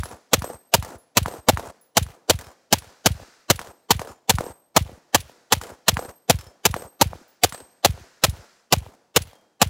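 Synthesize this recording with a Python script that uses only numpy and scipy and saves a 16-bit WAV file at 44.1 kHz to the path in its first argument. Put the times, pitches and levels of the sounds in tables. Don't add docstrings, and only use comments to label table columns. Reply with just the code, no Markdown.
import sys
import numpy as np
from scipy import signal
from scipy.fft import rfft, irfft, next_fast_len
from scipy.io import wavfile
from scipy.ndimage import map_coordinates

SR = 44100
rng = np.random.default_rng(int(sys.argv[2]) if len(sys.argv) > 2 else 0)


def wrap_up_sound(samples):
    columns = np.atleast_2d(samples).T
    tamed = np.clip(columns, -1, 1)
    steps = np.round(tamed * 32767).astype(np.int16)
    wavfile.write(sys.argv[1], SR, steps)


N = 427329

# (time [s], body level [dB], body centre [Hz], bolt level [dB], whoop level [dB], far whoop delay [s],
#  first slap delay [s], slap level [dB], wash level [dB], late hiss level [dB])
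SHOTS = [(-.054, -17.5, 641, -42, -18.5, 0.18, 0.088, -24.5, -45, -66),
         (.3328, -16.5, 604, -38.5, -20.5, .207, 0.088, -14, -43.5, -72.5),
         (0.7386, -16.5, 800, -44.5, -19, 0.21, 0.087, -20.5, -44, -71.5),
         (1.1703, -18.5, 635, -37, -17.5, 0.21, 0.089, -13, -43.5, -70.5),
         (1.486, -11.5, 637, -43, -17, .188, 0.087, -20, -42, -68),
         (1.9694, -15, 720, -34, -17, .124, 0.096, -36, -57, -74),
         (2.297, -15, 597, -45, -20.5, .168, 0.092, -36, -49.5, -66.5),
         (2.7259, -15.5, 780, -35, -31, 0.14, 0.096, -37, -59, -62.5),
         (3.0593, -16.5, 615, -40.5, -17, 0.15, 0.14, -33.5, -56.5, -58.5),
         (3.5005, -16, 519, -38, -29, 0.18, 0.092, -22, -48.5, -71),
         (3.9063, -16, 762, -43.5, -21, 0.19, 0.088, -16.5, -44.5, -73.5),
         (4.2952, -16.5, 705, -35.5, -15.5, 0.2, 0.09, -8.5, -43, -79),
         (4.764, -13, 810, -43.5, -17, 0.16, .130, -30, -55.5, -67.5),
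         (5.1457, -16, 871, -36, -30.5, .102, .150, -39.5, -61, -65),
         (5.5224, -17.5, 698, -46.5, -23.5, 0.19, .0916, -25.5, -44.5, -66.5),
         (5.882, -20, 661, -37.5, -18, .196, 0.088, -10, -41.5, -73),
         (6.2974, -13, 665, -43.5, -18, .166, .0904, -61, -54, -69.5),
         (6.6528, -17, 696, -37.5, -20.5, 0.19, .0888, -14.5, -45, -74),
         (7.0124, -13, 724, -46.5, -19, 0.13, 0.12, -25.5, -55.5, -64),
         (7.4355, -16, 570, -37.5, -42.5, 0.18, .0883, -22.5, -54, -67.5),
         (7.8473, -14.5, 773, -42, -17, 0.16, .130, -34, -56.5, -60),
         (8.2376, -19, 570, -35, -16, 0.15, 0.11, -43, -54.5, -60.5),
         (8.7243, -14.5, 740, -41.5, -17.5, 0.14, 0.14, -36, -55.5, -71),
         (9.1615, -16.5, 541, -35.5, -26, 0.11, 0.17, -40.5, -64, -72),
         (9.616, -15.5, 690, -45, -20.5, .16, .13, -34, -55, -60)]
# (multiple of its centre frequency [ratio], relative level [dB])
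BODY = [(.1, -24), (.28, 2.5), (.42, -6), (.65, 0), (1.2, 0), (1.75, -14.5), (7, -50)]
# (delay after the first slap [s], slap level [dB], crack level [dB], sweep [ratio], crest time [s])
REFLECTORS = [(0, 2, 1, 0.86, 0.00084), (0.022, -6, -1.5, 0.54, 0.002), (0.054, -19.5, -11.5, 0.486, 0.003),
              (0.079, -15.5, -10.5, 0.61, 0.0033)]
# (slap delay [s], crack level [dB], sweep [cycles squared per s])
ECHO_BRIGHTNESS = [(0.092, -32.5, 6530), (0.099, -53.5, 4550), (.13, -56, 2100), (.16, -51, 3340)]
# (time [s], level [dB], tilt [dB per octave])
SPINS = [(.445, -39, -2.5), (1.285, -44.5, 0), (3.69, -56.5, 2), (4.44, -45.5, -7), (5.995, -42.5, 1.5),
         (6.766, -42.5, 2), (7.524, -42, -13.5)]
# (frequency [Hz], relative level [dB], time to fade by 60 dB [s])
CASE = [(7260, -13, .22), (7860, -15, .4), (8280, -2, .52), (12280, -6, .62), (12860, -13, .22),
        (13780, -13, .26)]
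# (time [s], level [dB], pitch favoured by the point of contact [Hz])
LANDINGS = [(.036, -44.5, 10990), (.983, -55.5, 10740), (1.812, -56.5, 15200), (1.813, -63.5, 10990),
            (2.44, -51.5, 5290), (4.08, -53.5, 5270), (4.084, -56.5, 7070), (5.61, -53.5, 7070),
            (5.691, -55.5, 5270), (6.393, -49, 5270), (6.47, -53.5, 5270), (7.281, -56, 15200),
            (9.31, -63, 3210)]
# (frequency [Hz], relative level [dB], time to fade by 60 dB [s])
STRUCK_CASE = [(3210, 0, .6), (5280, 0, .17), (7070, 0, .33), (9430, -4, .3), (10990, 0, .33),
               (12420, -6, .2), (13700, -4, .16), (15150, -1, .22)]

# (frequency [Hz], relative level [dB])
BLAST_COLOUR = [(60, -24.5), (400, -9), (1100, 1.5), (2100, -2.5), (3300, .5), (5200, -2.5), (7300, -1),
                (8800, -8.5), (12500, -7), (15800, -12.5)]
WEEDS_COLOUR = [(150, -20), (500, 2), (1000, -5), (2200, -0.5), (3400, -0.5), (5200, -7.5), (9000, -10.5),
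                (15800, -13)]
BOLT_COLOUR = [(800, -23), (2000, -4.5), (3600, 1), (5500, -1.5), (7500, 1), (11000, -4), (15800, -8.5)]
CRACK_COLOUR = [(300, -18), (1500, 8.5), (2500, -2.5), (4000, -1), (8000, -2.5), (15800, -10.5)]
WASH_COLOUR = [(60, -27), (200, 2.5), (450, 2), (800, 4), (1400, -2), (2300, -14), (4000, -19), (7500, -14),
               (11000, -20.5), (15800, -26)]
ROLL_COLOUR = [(30, -36), (100, -13), (330, 0), (650, 1), (1200, -8), (2500, -21.5), (7000, -25.5),
               (15800, -36)]
HISS_COLOUR = [(600, -9.5), (1500, 7), (3000, -4.5), (5000, 0.5), (7500, -4.5), (10000, -13.5),
               (15800, -21.5)]
AIR_COLOUR = [(25, -29.5), (100, -6.5), (450, 3), (800, -3), (1500, -16), (3000, -19), (8000, -23.5),
              (15800, -31)]

# (time [s], relative level [dB])
BLAST_SHAPE = [(0, 1), (.003, 0.5), (.008, -0.5), (0.0116, -1.5), (0.015, -10.5), (.019, -23), (.03, -58)]
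BODY_SHAPE = [(0, -1), (.003, 4), (.012, -1), (0.015, -3.5), (.02, -20.5), (0.034, -61)]
WEEDS_SHAPE = [(0, -14), (.015, -4.5), (0.025, -4.5), (0.046, -13), (.08, -25), (.15, -25.5), (0.301, -72)]
WASH_SHAPE = [(0, -18), (.008, 0.5), (0.034, 0), (0.064, -1.5), (.085, 1), (.11, 0.5), (.132, -2),
              (0.152, -15.5), (.3, -46.5)]
ROLL_SHAPE = [(0, -17.5), (.05, 1), (0.181, -6.5), (0.262, -3), (0.399, -14.5), (.8, -39)]
HISS_SHAPE = [(0, -11.5), (.06, 3), (.17, 6.5), (0.261, 2), (0.359, -2.5), (0.498, -15.5), (0.799, -44.5)]

TOP_HZ = 15900
LEAD = SR // 4
T = np.arange(SR) / SR

BLAST_DB, PUSH_DB = -11, -22
USUAL_BODY_DB = -15
PUSH_FOLLOWS = 0.33
HOLLOW_TRADE = 0.2
BOLT_S, BOLT_RING_DB = .055, -4.5
WHOOP_GAP_S, WHOOP_LOSS_DB = .0435, 15
FAR_WHOOP_DB = -33
FAR_WHOOP_FOLLOWS = .4
USUAL_SLAP_DB, CRACK_FOLLOWS = -21, 0.13
THUMP_DB = -12.5
NEAR_WAY_S, SPREAD_POWER = 0.092, 1.25
FADE_DB_PER_S = 90
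SWEEP_OCTAVES_PER_DB = -0.02
TURNS_PER_S, TURN_DEPTH = 24, 0.44
CONTACT_FALL_DB = 27


def amp(db):
    return 10 ** (np.asarray(db) / 20)


def add(track, s, sound):
    start = LEAD + round(s * SR)
    track[start:start + len(sound)] += sound


def silence():
    return np.zeros(LEAD + N + 2 * SR)


def noise(colour, size=SR):
    table_hz, table_db = np.transpose(colour)
    hz = np.fft.rfftfreq(size, 1 / SR)
    db = np.interp(np.log(hz + 1), np.log(table_hz), table_db)
    gain = amp(db) * (hz < 16600)
    coloured = irfft(rfft(rng.standard_normal(size)) * gain, size)
    return coloured / coloured.std()


def level_curve(shape):
    s, db = np.transpose(shape)
    return amp(np.interp(T, s, db, right=-120))


def burst(colour, shape):
    return noise(colour) * level_curve(shape)


def steady_burst(colour, shape):
    level = level_curve(shape)
    sound = noise(colour) * level
    return sound * np.linalg.norm(level) / np.linalg.norm(sound)


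def pressure_pulse(sweep, crest_s):
    u = T / crest_s
    swell = u ** 2 * np.exp(2 * (1 - u))
    return -np.cos(2 * np.pi * np.sqrt(sweep * T)) * swell


def ring(hz, t60):
    return np.sin(2 * np.pi * hz * T) * np.exp(-np.log(1000) * T / t60)


def wobble(rate):
    coarse = T[::16]
    points = rng.standard_normal(int(rate) + 4)
    return np.interp(T, coarse, map_coordinates(points, [coarse * rate]))


def clumps(depth_db, rate):
    gain = amp(depth_db * wobble(rate))
    return gain / np.sqrt(np.mean(gain ** 2))


def patter(rate, sweep):
    arrivals = rng.standard_normal(SR) * (rng.random(SR) < rate / SR)
    echo = pressure_pulse(sweep, crest_s=0.0022)
    pattering = signal.fftconvolve(arrivals, echo)[:SR]
    return pattering / pattering.std()


def rifles():
    out = silence()
    for s, body_db, body_hz, bolt_db, *_ in SHOTS:
        extra_body_db = body_db - USUAL_BODY_DB
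        jet = steady_burst(BLAST_COLOUR, BLAST_SHAPE)
        add(out, s, amp(BLAST_DB - HOLLOW_TRADE * extra_body_db) * jet)

        body_colour = sorted((ratio * body_hz, level) for ratio, level in BODY)
        add(out, s, amp(body_db) * steady_burst(body_colour, BODY_SHAPE))

        push = pressure_pulse(sweep=800 * rng.uniform(.93, 1.07), crest_s=0.0135)
        add(out, s, amp(PUSH_DB + PUSH_FOLLOWS * extra_body_db) * push)

        weeds = burst(WEEDS_COLOUR, WEEDS_SHAPE) * clumps(depth_db=3, rate=370)
        add(out, s, amp(-31.0) * weeds)

        clack = burst(BOLT_COLOUR, [(0, -15.5), (.004, 0), (.007, -1), (.012, -12.5), (.04, -39)])
        add(out, s + BOLT_S, amp(bolt_db) * clack)
        add(out, s + BOLT_S + .004, amp(bolt_db + BOLT_RING_DB) * ring(hz=10000, t60=.08))
    return out


def field():
    out = silence()
    for s, *_, hiss_db in SHOTS:
        add(out, s, amp(-59.5) * burst(ROLL_COLOUR, ROLL_SHAPE))
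        add(out, s, amp(hiss_db) * burst(HISS_COLOUR, HISS_SHAPE))
    add(out, 0, amp(-69.5) * noise(AIR_COLOUR, size=next_fast_len(N)))
    return out


def whoops():
    out = silence()
    pulse = pressure_pulse(sweep=410, crest_s=0.011)
    for s, _, _, _, whoop_db, far_s, *_ in SHOTS:
        for k in range(3):
            add(out, s + (k + 1) * WHOOP_GAP_S, amp(whoop_db - k * WHOOP_LOSS_DB) * pulse)
        add(out, s + far_s, amp(FAR_WHOOP_DB + FAR_WHOOP_FOLLOWS * whoop_db) * pulse)
    return out


def echoes():
    out = silence()
    swell = level_curve(WASH_SHAPE)
    ways, cracks, sweeps = np.transpose(ECHO_BRIGHTNESS)
    for s, *_, way_s, slap_db, wash_db, _ in SHOTS:
        extra_slap_db = slap_db - USUAL_SLAP_DB
        sweep = np.interp(way_s, ways, sweeps) * 2 ** (SWEEP_OCTAVES_PER_DB * extra_slap_db)
        crack_db = np.interp(way_s, ways, cracks) + CRACK_FOLLOWS * extra_slap_db
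        stretch = (way_s / NEAR_WAY_S) ** SPREAD_POWER

        for k, (delay, db, bright_db, ratio, crest_s) in enumerate(REFLECTORS):
            fade_db = FADE_DB_PER_S * (way_s - NEAR_WAY_S) * (k > 0)
            slap = pressure_pulse(sweep * ratio, crest_s * stretch)
            slap = slap * clumps(depth_db=4, rate=1160)
            add(out, s + way_s + delay - .0005, amp(slap_db + db - fade_db) * slap)
            crack = burst(CRACK_COLOUR, [(0, 1.5), (.003, -5), (.008, -11.5), (.04, -36)])
            add(out, s + way_s + delay, amp(crack_db + bright_db) * crack)

        thump = pressure_pulse(sweep=490, crest_s=0.0035)
        add(out, s + way_s, amp(slap_db + THUMP_DB) * thump)

        lumpy_noise = noise(WASH_COLOUR) * clumps(depth_db=3.5, rate=200)
        wash = lumpy_noise + amp(-3.0) * patter(rate=200, sweep=2500)
        add(out, s + .088, amp(wash_db) * swell * wash)
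    return out


def brass():
    out = silence()
    for s, db, tilt_db in SPINS:
        doppler = 1 + 0.019 * np.minimum(T, .5)
        for hz, tone_db, t60 in CASE:
            turn = 1 + TURN_DEPTH * np.cos(2 * np.pi * (2 * TURNS_PER_S * T + rng.random()))
            flutter = turn * amp(2.5 * wobble(rate=45))
            tilted_db = db + tone_db + tilt_db * np.log2(hz / 10000)
            add(out, s, amp(tilted_db) * flutter * ring(hz * doppler, t60))

    tick_colour = [(3000, -33.5), (10000, -9.5), (15000, -3)]
    for s, db, contact_hz in LANDINGS:
        tick = burst(tick_colour, [(0, -2), (.004, -17), (.03, -47.5)])
        add(out, s, amp(db - 4) * tick)
        for hz, tone_db, t60 in STRUCK_CASE:
            tumble = amp(3.8 * wobble(rate=70))
            octaves_away = abs(np.log2(hz / contact_hz))
            add(out, s, amp(db + tone_db - CONTACT_FALL_DB * octaves_away) * tumble * ring(hz, t60))
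    return out


def scene():
    everything = rifles() + field() + whoops() + echoes() + brass()
    return everything[None, LEAD:LEAD + N]


def record(dry):
    loud = dry / (1 + np.abs(dry / .8) ** 6) ** (1 / 6)

    count = round(.021 * SR)
    colour = [(80, -19), (400, 4.5), (800, -3.5), (2000, -8.5), (3200, -7.0), (7500, -9.5), (9500, -14.5)]
    smear = noise(colour)[:count] * amp(np.linspace(-27, 0, count))
    smear = smear / np.linalg.norm(smear)
    ahead = signal.fftconvolve(loud, smear[None], axes=1)[:, count - 1:]
    mixed = loud + amp(-23.5) * ahead

    low_pass = signal.firwin(151, TOP_HZ, fs=SR)
    return signal.fftconvolve(mixed, low_pass[None], mode="same", axes=1)


dry = scene()
out = record(dry)
wrap_up_sound(out)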